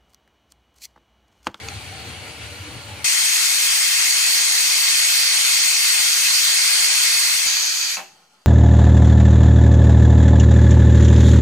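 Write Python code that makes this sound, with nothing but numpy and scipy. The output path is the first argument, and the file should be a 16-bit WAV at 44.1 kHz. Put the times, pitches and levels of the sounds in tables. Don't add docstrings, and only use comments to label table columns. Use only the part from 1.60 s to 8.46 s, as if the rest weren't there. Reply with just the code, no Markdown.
import sys
import numpy as np
from scipy import signal
from scipy.io import wavfile
from scipy.ndimage import uniform_filter1d

SR = 44100
rng = np.random.default_rng(int(sys.argv[2]) if len(sys.argv) > 2 else 0)


def nominal_scale(level):
    x = np.asarray(level, float) / 20
    return 10 ** x


def output_pcm(signal):
    pcm = np.clip(np.atleast_2d(signal).T, -1, 1) * 32767
    wavfile.write(sys.argv[1], SR, np.round(pcm).astype(np.int16))


N = 302526

JET_START_S, SAG_START_S = 1.4435, 5.8636

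# pitch in Hz, level in dB per Hz.
SIMMER_COLOUR = [
    [(30, -91.5), (55, -87), (90, -56.5), (150, -65), (300, -73.5), (700, -74), (1500, -74.5), (2500, -69.5), (5000, -80), (9000, -77.5), (11000, -87), (15000, -87)],
    [(30, -92.6), (55, -86.0), (90, -61), (150, -75.5), (300, -79), (700, -77.5), (1500, -77), (2500, -72), (5000, -79.1), (9000, -84), (11000, -87), (15000, -91.0)],
]
# centre in Hz, width in Hz, level in dB.
SIMMER_PEAKS = [
    [(1110, 310, -2.1), (1350, 130, 3.3), (2490, 80, -2.9), (3050, 140, -5.0), (3190, 120, 3.5), (4710, 350, 2.9), (5000, 350, -4.2), (5530, 60, -2.9), (6000, 270, -4.7), (6020, 90, 7.2), (6920, 140, 5.9), (7050, 1200, -6.2), (7520, 60, 2.6), (8660, 200, 4.5), (8860, 320, -4.2), (9660, 760, 3.8), (10040, 100, -3.1), (10430, 110, 3.4), (10700, 60, -2.7), (10970, 120, 2.3)],
    [(1420, 80, 2.4), (1780, 60, 3.8), (1990, 100, -3.3), (2170, 110, 3.9), (2340, 360, -4.7), (2860, 980, 2.0), (3280, 60, -2.8), (3650, 570, -4.6), (4190, 580, 6.4), (4690, 200, 6.3), (5210, 330, -3.0), (6060, 60, 2.6), (6390, 90, 2.5), (7130, 850, -3.7), (7970, 290, -2.7), (8440, 70, -1.9), (8940, 140, -4.1), (9650, 140, 1.9), (10140, 650, 4.1), (10440, 160, 4.0)],
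]
# pitch in Hz, level in dB per Hz.
JET_COLOUR = [
    [(30, -99.0), (55, -98), (90, -90.5), (150, -86), (300, -87), (700, -74), (1500, -63.5), (2500, -55.5), (5000, -59.5), (9000, -57), (11000, -64.5), (15000, -71)],
    [(30, -99.0), (55, -100), (90, -92), (150, -86), (300, -87.5), (700, -75.0), (1500, -64), (2500, -61.5), (5000, -55), (9000, -60.5), (11000, -60.0), (15000, -71)],
]
# centre in Hz, width in Hz, level in dB.
JET_PEAKS = [
    [(480, 40, 3.5), (1320, 180, 1.9), (1550, 40, -2.7), (1700, 160, 2.7), (1920, 150, 3.1), (2120, 200, 5.5), (2540, 180, 3.1), (2920, 60, -2.1), (3310, 250, 6.4), (3450, 180, -4.3), (3730, 140, 3.3), (4210, 80, -2.2), (4370, 150, 3.5), (4650, 70, -1.8), (5150, 340, 4.3), (5190, 100, -6.7), (5450, 110, 3.4), (5680, 50, 3.7), (5960, 100, 7.6), (6190, 100, 5.0), (6580, 150, 5.2), (6910, 300, 4.0), (7100, 100, 3.1), (8180, 790, 7.2), (8990, 80, 1.7), (10290, 90, -1.6), (10520, 80, -3.1), (10750, 120, -2.4)],
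    [(910, 260, -2.8), (1300, 230, -4.4), (1630, 110, 2.7), (1750, 60, -1.9), (1940, 1160, 4.1), (2440, 140, -2.7), (2530, 180, 3.4), (2980, 80, 2.0), (3090, 1200, -3.8), (3330, 40, 2.5), (4100, 100, 1.8), (4450, 460, 9.6), (4780, 110, -4.1), (5200, 130, -4.1), (5430, 1200, 3.0), (5600, 120, -5.3), (5770, 140, -4.5), (6200, 400, -2.4), (6590, 210, 4.4), (7020, 40, -2.8), (7240, 750, -3.5), (7590, 210, 4.0), (7900, 130, 1.7), (8280, 60, -1.4), (9010, 300, 3.2), (9410, 70, 2.7), (9900, 1200, -2.6), (10410, 100, 2.2)],
]
# pitch in Hz, level in dB per Hz.
SAG_COLOUR = [
    [(30, -97.8), (55, -94.4), (90, -97), (150, -94), (300, -85.5), (700, -76), (1500, -66.5), (2500, -56.8), (5000, -62), (9000, -67.0), (11000, -68.5), (15000, -77.0)],
    [(30, -97.8), (55, -94.4), (90, -96.0), (150, -95.0), (300, -89), (700, -78.5), (1500, -69.5), (2500, -65), (5000, -55), (9000, -64), (11000, -69.5), (15000, -79)],
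]
# centre in Hz, width in Hz, level in dB.
SAG_PEAKS = [
    [(1360, 240, 3.0), (1880, 230, 4.1), (2470, 350, 4.4), (2710, 1120, -4.2), (3460, 110, 3.2), (3760, 190, 2.2), (4230, 290, -4.0), (4740, 170, 3.0), (5580, 120, 3.1), (6000, 80, -2.2), (6150, 690, 10.0), (7100, 770, 9.5), (7170, 120, -5.9), (7550, 150, 3.1), (8110, 490, 3.9), (9460, 270, -2.0), (9650, 80, -3.3), (10810, 120, 2.9)],
    [(1310, 650, -3.5), (1690, 800, 5.9), (2110, 180, -3.5), (2740, 180, -6.2), (3630, 940, -5.8), (3880, 100, 4.6), (4160, 110, -7.3), (4370, 940, 9.3), (5010, 290, -7.4), (5740, 310, -5.9), (6260, 90, -3.2), (6860, 650, 2.6), (7300, 570, -5.5), (7610, 130, 3.8), (8430, 390, -5.3), (9550, 400, -4.7), (10460, 80, 1.7), (10790, 100, 3.2)],
]
# pitch in Hz, level in dB per Hz.
LEAK_COLOUR = [(18, -54), (30, -24), (185, -13.5), (662, -9), (774, -5), (905, -8), (3590, -12),
               (4420, -8.5), (9640, -18.5), (12200, -25), (15000, -24)]
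# centre in Hz, width in Hz, level in dB.
LEAK_PEAKS = [(772, 40, 5), (190, 36, 9), (1060, 55, 6), (1270, 55, 7), (1820, 50, 6), (3700, 300, -2),
              (4410, 320, 1), (5000, 300, -8), (13000, 5000, -1)]
# pitch in Hz, share in step (0 to 1, minus is flipped), share a quarter turn ahead.
SIMMER_PORTS = [(60, 0.99, 0), (260, 1.01, -0.01), (780, 0.92, 0.1), (1550, 0.37, -0.13),
                (1810, -0.26, -0.3), (2240, 0.63, -0.36), (2500, 0.8, 0.18), (2930, 0.7, 0.19),
                (3190, 0.5, -0.6), (4130, 0.26, 0.68), (4310, 0.59, 0.38), (4820, 0.42, 0.6),
                (5080, 0.04, -0.08), (5250, -0.02, 0.39), (5430, -0.44, 0.14), (5940, 0.21, 0.25),
                (6200, -0.2, 0.02), (6800, 0.47, -0.1), (7580, -0.18, 0.44), (8870, -0.42, 0.43),
                (9560, -0.59, -0.22), (10770, -0.43, -0.05), (10940, 0.54, 0.05), (11020, -0.15, 0.07),
                (11540, 0.25, 0.15)]
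JET_PORTS = [(60, 0.99, 0), (260, 1.03, 0.01), (1120, 0.8, -0.15), (1460, 0.48, 0.04), (1640, -0.19, -0.45),
             (2240, 0.49, -0.2), (2330, 0.3, -0.24), (2500, 0.53, 0.13), (2840, -0.18, -0.02),
             (3190, 0.19, 0.31), (3360, -0.42, 0.43), (3530, 0.01, 0.41), (3880, -0.4, 0.27),
             (4130, -0.01, -0.07), (4310, -0.63, 0.27), (4390, -0.64, 0.15), (4820, 0.32, 0.18),
             (5080, 0.33, -0.33), (5510, 0.59, 0.21), (5860, 0.29, 0.02), (6030, 0.56, 0.28),
             (6200, 0.4, -0.47), (6460, 0.31, -0.35), (6630, 0.81, 0.17), (6890, 0.64, 0.2),
             (7060, -0.18, -0.13), (7580, -0.28, -0.04), (7920, -0.57, 0.33), (8180, -0.63, 0.15),
             (8440, -0.24, -0.06), (9300, -0.5, -0.42), (9470, -0.62, -0.18), (9820, -0.13, 0.02),
             (10420, 0.07, -0.39), (10770, -0.15, -0.03), (11460, 0.49, 0.07), (11540, 0.34, 0.06)]
SAG_PORTS = [(60, 0.99, 0), (260, 1.03, -0.03), (1460, 0.58, -0.23), (1810, -0.14, -0.64), (2500, 0.6, 0.2),
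             (2840, -0.06, -0.12), (3010, 0.44, 0.48), (3450, 0.19, 0.61), (3620, -0.59, 0.37),
             (4130, -0.3, 0.16), (4740, 0.78, 0.32), (5340, -0.16, 0.05), (5510, 0.46, 0.26),
             (5770, -0.1, 0.26), (5860, 0.4, 0.08), (6460, 0.7, -0.29), (6890, 0.78, 0.17),
             (7320, -0.36, -0.08), (7580, 0.08, -0.43), (8100, 0.06, 0.52), (8790, -0.4, 0.1),
             (9820, 0.23, 0.32), (10510, -0.18, -0.34), (11370, -0.02, -0.12), (11540, 0.48, -0.13)]
# time in seconds, peak in dB, pitch in Hz.
THUMPS = [(0.009, -27, 88), (0.109, -28, 90), (0.149, -31, 96.9), (0.291, -31, 96), (0.389, -35, 99.6),
          (0.463, -35, 102), (0.659, -33, 108), (0.787, -28, 110), (0.843, -35, 86.1), (0.9, -33, 93),
          (0.986, -25.5, 97), (1.058, -33, 92), (1.152, -30, 109), (1.239, -31, 95), (1.31, -24.5, 94)]
# start in seconds, peak in dB.
TICKS = [
    (0.0855, -14),
    (0.4808, -33),
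    (0.8535, -33),
]
# pitch in Hz, level in dB, seconds to fade by 60 dB.
TICK_MODES = [(1320, -5, .012), (2500, 6, 0.0074), (3540, -4, .012), (4600, -1, .014), (5720, -4, .01),
              (6660, 1.5, 0.01)]
# start in seconds, peak in dB.
CLACK = [
    (6.369, -16.5),
]
# pitch in Hz, level in dB, seconds to fade by 60 dB.
LID_MODES = [(190, -23, .3), (1071, -13, 0.22), (1540, -16, .2), (765, -10, 0.12), (1064, -11, .06),
             (1290, -11, 0.045), (2245, -7, 0.11), (2630, 8, 0.026), (2610, -14, 0.33), (2680, -16, 0.4),
             (785, -12, 0.4), (2300, -10, .11), (4050, -7, .1), (5800, -16, .1)]
# pitch in Hz, level in dB per Hz.
RATTLE_COLOUR = [(60, -34), (250, -24), (500, -13.5), (780, 1), (1000, -10), (1400, -6), (2000, -9),
                 (2650, -7), (3200, -14), (9000, -23.5)]
# pitch in Hz, seconds to fade by 60 dB.
RATTLE_FADE = [(200, 0.35), (800, 0.23), (1400, 0.19), (2700, 0.27), (8000, 0.19)]
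# centre in Hz, width in Hz, level in dB.
KITCHEN = [(2135, 60, 2), (2340, 50, -2.5), (2530, 25, 3), (3550, 30, 2), (4430, 30, 2), (4720, 27, 2),
           (4875, 35, 2), (5690, 30, 3), (5968, 35, 2), (6601, 27, 3.5), (8297, 50, 2), (8448, 45, 2.5)]
# start in seconds, length in seconds, pitch in Hz, level in dB.
HUMS = [(0.00078, 0.16, 800, -47), (.3, 0.19, 780, -50), (0.0011, 0.73, 740, -53.5),
        (0.001, 0.13, 440, -50), (0.33, 0.27, 465, -53.5), (.85, 0.42, 485, -53), (.5, .3, 590, -61),
        (.58, .22, 470, -54), (1.7, 0.17, 920, -57), (.86, .12, 580, -54), (1, 0.23, 300, -46),
        (1.25, 0.25, 850, -50.5), (1.1, 0.38, 580, -53), (6.42, 0.45, 860, -67), (6.44, .26, 170, -72),
        (6.385, .12, 361, -61), (6.5, .2, 1400, -76), (6.5, 0.38, 1400, -73)]
# centre in Hz, width in Hz, level in dB.
FLAME = [(75, 19, 1), (95, 20, 4), (304, 60, 5), (460, 38, 5.5), (596, 30, 6.5), (780, 35, 5.5),
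         (860, 28, 4)]
# centre in Hz, width in Hz, level in
# dB.
TOP_LIFT = [(14500, 1600, 7.5)]
# time in seconds, level in dB.
JET_PRESSURE = [(1.44, -19), (2.67, -19), (3.3, -18.5), (5.45, -18), (5.86, -20)]
# centre in Hz, half width in Hz, share of time emptied.
HOLES = [
    (12300, 1000, .97),
    (12700, 720, .92),
    (13700, 500, .55),
]

SIMMER_DB, SIMMER_DB_PER_S = -38, -0.5
THUMP_S = 0.06
ECHO_SHARE = 0.25
BITE_DB, BITE_DB_PER_S = 1.4, -0.32
SHADE_HZ, SHADE_DB, SHADE_S = (3900, 5270), -3, 0.47
SAG_DB, SAG_DB_PER_S = -20, -11.5
CHOKE_S, CHOKE_DB_PER_S, CHOKE_DEPTH_DB, AFTER_DB_PER_S = 6.344, -273, -18.5, -115
LEAK_S, LEAK_DB, LEAK_DB_PER_S = 6.5, -55, -16
POP_DB = -18
RATTLE_HOLD_S, RATTLE_DB = 0.027, -32
SIDE_SHIFT_HZ, NOTCH_HZ, NOTCH_SHARE = 100, 14125, 0.62
RIM_HZ, RIM_SHARE, TOP_HZ = 15160, 0.88, 15510
BASS_HZ, BASS_SHARE = 200, 0.17
WEAK_DB = -1.2
OFFSET = -0.0003


def evened(x):
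    return x / np.sqrt(np.mean(x ** 2) + 1e-20)


def read(points, hz, column=1):
    points = np.array(points)
    return np.interp(np.log(hz + 1), np.log(points[:, 0] + 1), points[:, column])


def level(curve):
    s, db = np.transpose(curve)
    return nominal_scale(np.interp(np.arange(N) / SR, s, db))


def slope(start_s, db_per_s):
    return db_per_s * np.maximum(np.arange(N) / SR - start_s, 0)


def add(mix, s, sound):
    part = mix[..., round(s * SR):][..., :sound.shape[-1]]
    part += sound[..., :part.shape[-1]]


def high_pass(order, hz):
    return signal.butter(order, hz, "high", fs=SR, output="sos")


def colour_db(spectrum, peaks, hz):
    bumps = sum(db / (1 + (2 * (hz - f) / width) ** 2) for f, width, db in peaks)
    return read(spectrum, hz) + bumps


def hiss(spectra, peaks, ports, patchy_db, flicker_db, ripple_db):
    frames, hz = N // 512 + 5, np.fft.rfftfreq(2048, 1 / SR)
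    a, b, c, d, patches = rng.standard_normal((frames, 1025, 5)).T
    patches = uniform_filter1d(patches, size=24, axis=0)
    patches = evened(uniform_filter1d(patches, size=6, axis=1))
    flicker = evened(uniform_filter1d(rng.standard_normal(frames), size=4))
    room = np.minimum(hz / 1500, 1)
    ripple = rng.standard_normal((2, 1025)) * room

    follows = (read(ports, hz) + 1j * read(ports, hz, column=2))[:, None]
    echoes = rng.standard_normal((1025, 1)) + 1j * rng.standard_normal((1025, 1))
    follows = follows + ECHO_SHARE * echoes * room[:, None]
    follows = follows / np.maximum(abs(follows), 1)
    left = a + 1j * b
    own = np.sqrt(abs(1 - abs(follows) ** 2)) * (c + 1j * d)
    z = np.array([left, follows * left + own])

    colours = np.array([colour_db(s, p, hz) for s, p in zip(spectra, peaks)]) + ripple_db * ripple
    z *= nominal_scale(colours[:, :, None] - colours.max() + patchy_db * patches + flicker_db * flicker)
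    return evened(signal.istft(z, nperseg=2048, noverlap=1536)[1][:, :N])


def spatter(per_s, spread_db):
    size = nominal_scale(spread_db * np.minimum(rng.exponential(1, N), 4))
    size = size * (rng.random(N) < per_s / SR)
    return evened(1 + 0.079 * signal.oaconvolve(size, np.hanning(70), "same"))


def ring(modes, seconds, rise_s):
    t = np.arange(round(seconds * SR)) / SR
    sound = 0
    for hz, db, t60 in modes:
        sound = sound + nominal_scale(db - 60 * t / t60) * np.sin(2 * np.pi * (hz * t + rng.random()))
    sound = sound * np.minimum(t / rise_s, 1)
    return sound / abs(sound).max()


def leak_and_flame():
    peaks = [p + FLAME for p in SIMMER_PEAKS]
    noise = hiss(SIMMER_COLOUR, peaks, SIMMER_PORTS, patchy_db=1.1, flicker_db=0.6, ripple_db=2.2)
    return nominal_scale(SIMMER_DB + slope(0, SIMMER_DB_PER_S) + 3.0) * noise


def bubble_thumps():
    mix = np.zeros(N)
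    t = np.arange(round(THUMP_S * SR)) / SR
    for s, db, hz in THUMPS:
        tone = np.sin(2 * np.pi * (hz * t + rng.random()))
        add(mix, max(s - 0.21 * THUMP_S, 0), nominal_scale(db - 5.0) * np.hanning(len(t)) * tone)
    return mix


def weight_ticks():
    mix = np.zeros(N)
    for s, db in TICKS:
        add(mix, s, nominal_scale(db) * ring(TICK_MODES, seconds=0.03, rise_s=0.0012))
    return mix


def simmer():
    mix = leak_and_flame() + bubble_thumps() + weight_ticks()
    mix = signal.sosfilt(high_pass(10, 63), mix)
    return mix * (np.arange(N) < JET_START_S * SR)


def pot_hums():
    mix = np.zeros(N)
    for start, length, hz, db in HUMS:
        t = np.arange(round(length * SR)) / SR
        drift = uniform_filter1d(rng.standard_normal((2, SR)), size=1400)[:, :len(t)]
        tone = np.cos(2 * np.pi * hz * t) * (drift[0] + 0.032) + np.sin(2 * np.pi * hz * t) * drift[1]
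        add(mix, start, nominal_scale(db) * evened(tone) * signal.windows.tukey(len(t), 0.5))
    return mix


def full_jet():
    t = np.arange(N) / SR
    peaks = [p + KITCHEN + TOP_LIFT for p in JET_PEAKS]
    steam = hiss(JET_COLOUR, peaks, JET_PORTS, patchy_db=1.15, flicker_db=0.2, ripple_db=0.98)
    edge = signal.sosfiltfilt(high_pass(2, 7000), steam)
    steam += (nominal_scale(BITE_DB + slope(JET_START_S, BITE_DB_PER_S)) - 1) * edge
    shade_band = signal.butter(2, SHADE_HZ, "band", fs=SR, output="sos")
    shaded = signal.sosfiltfilt(shade_band, steam[1])
    steam[1] += (nominal_scale(SHADE_DB * np.exp(-abs(t - JET_START_S) / SHADE_S)) - 1) * shaded
    steam *= spatter(per_s=150, spread_db=2.6)
    return nominal_scale(3.0) * level(JET_PRESSURE) * steam * (t >= JET_START_S) * (t < SAG_START_S)


def change_pop():
    mix = np.zeros(N)
    add(mix, SAG_START_S - 8 / SR, -nominal_scale(POP_DB + 2.0) * np.hanning(16))
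    return mix


def weakening_jet():
    t = np.arange(N) / SR
    peaks = [p + TOP_LIFT + [(390, 60, -5)] for p in SAG_PEAKS]
    steam = hiss(SAG_COLOUR, peaks, SAG_PORTS, patchy_db=0.9, flicker_db=-0.2, ripple_db=2.7)
    steam = steam * spatter(per_s=80, spread_db=5.0)
    choked_s = CHOKE_S + CHOKE_DEPTH_DB / CHOKE_DB_PER_S
    choke_db = np.maximum(slope(CHOKE_S, CHOKE_DB_PER_S), CHOKE_DEPTH_DB)
    choke_db = choke_db + slope(choked_s, AFTER_DB_PER_S)
    flow = nominal_scale(SAG_DB + slope(SAG_START_S, SAG_DB_PER_S) + choke_db)
    still_open = np.clip((6.64 - t) / 0.099, 0, 1)
    return nominal_scale(3.5) * flow * steam * still_open * (t >= SAG_START_S)


def faint_leak():
    steam = hiss([LEAK_COLOUR] * 2, [LEAK_PEAKS] * 2, SAG_PORTS,
                 patchy_db=1.9, flicker_db=1.2, ripple_db=3.0)
    loudness = nominal_scale(1.5 + LEAK_DB + slope(LEAK_S, LEAK_DB_PER_S))
    return loudness * steam * (np.arange(N) >= SAG_START_S * SR)


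def clack():
    s, db = CLACK[0]
    half = SR // 2
    noise = rng.standard_normal((2, half)) + 0.97 * rng.standard_normal(half)
    hz, t, z = signal.stft(noise, SR, nperseg=256)
    fade_db = 60 * np.maximum(t - RATTLE_HOLD_S, 0) / read(RATTLE_FADE, hz)[:, None]
    z = z * nominal_scale(read(RATTLE_COLOUR, hz)[:, None] - fade_db)
    rattle = signal.istft(z, SR, nperseg=256)[1][:, :half]
    rise = np.minimum(np.arange(half) / (0.0038 * SR), 1)
    rattle = rattle / rattle[:, :SR // 50].std() * rise
    mix = np.zeros((2, N))
    add(mix, s, nominal_scale(db - 2.5) * ring(LID_MODES, seconds=0.4, rise_s=0.00071))
    add(mix, s, nominal_scale(RATTLE_DB) * rattle)
    return mix


def scene():
    return (simmer() + pot_hums() + full_jet() + change_pop()
            + weakening_jet() + faint_leak() + clack())


def treble_holes(x, weak_db):
    lead_in = 233
    turn = np.array([[1, 1], [1, -1.015]]) / np.sqrt(2)
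    window = signal.windows.cosine(2048)
    padded = np.pad(turn @ x, ((0, 0), (lead_in, 0)))
    hz, t, z = signal.stft(padded, SR, window, nperseg=2048)
    edges = np.r_[np.arange(5) * SR / 512, np.arange(1, 23) * SR / 64, TOP_HZ]
    band = np.searchsorted(edges, hz, "right") - 1
    centre = (edges + SR / 128)[:, None]

    middle_hz, half_hz, most = np.array(HOLES)[np.searchsorted([JET_START_S, SAG_START_S], t)].T
    share = np.array([most / (1 + ((centre - middle_hz - shift) / half_hz) ** 4)
                      for shift in (0, SIDE_SHIFT_HZ)])
    notch = NOTCH_SHARE * (abs(centre - NOTCH_HZ) < SR / 256)
    rim = RIM_SHARE * (centre > RIM_HZ + SR / 256)
    share = np.maximum(share, notch + rim)
    under_jet = (t > JET_START_S) * (t < CLACK[0][0]) * (abs(t - SAG_START_S) > 0.03)
    share += (edges >= TOP_HZ)[:, None] + BASS_SHARE * (edges < BASS_HZ)[:, None] * under_jet

    luck = uniform_filter1d(rng.standard_normal((len(t), len(edges))), size=2, axis=0)
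    luck = luck.argsort(axis=0).argsort(axis=0).T / len(t)
    empty = (luck + 4 / len(t) < share)[:, band]
    usual = uniform_filter1d(abs(z), size=16, axis=1)
    weak = (abs(z) < nominal_scale(weak_db) * usual) & (hz > 10200)[:, None]
    kept = signal.istft(z * ~(empty | weak), SR, window, nperseg=2048)[1]
    return turn @ kept[:, lead_in:lead_in + N]


def low_pass(x):
    return signal.sosfilt(signal.butter(12, 16610, fs=SR, output="sos"), x)


def record(dry):
    ceiling = 1.3
    rounded = ceiling * np.tanh(dry / ceiling)
    mix = treble_holes(rounded, weak_db=WEAK_DB) + OFFSET
    return low_pass(mix)


dry = scene()
out = record(dry)
output_pcm(out)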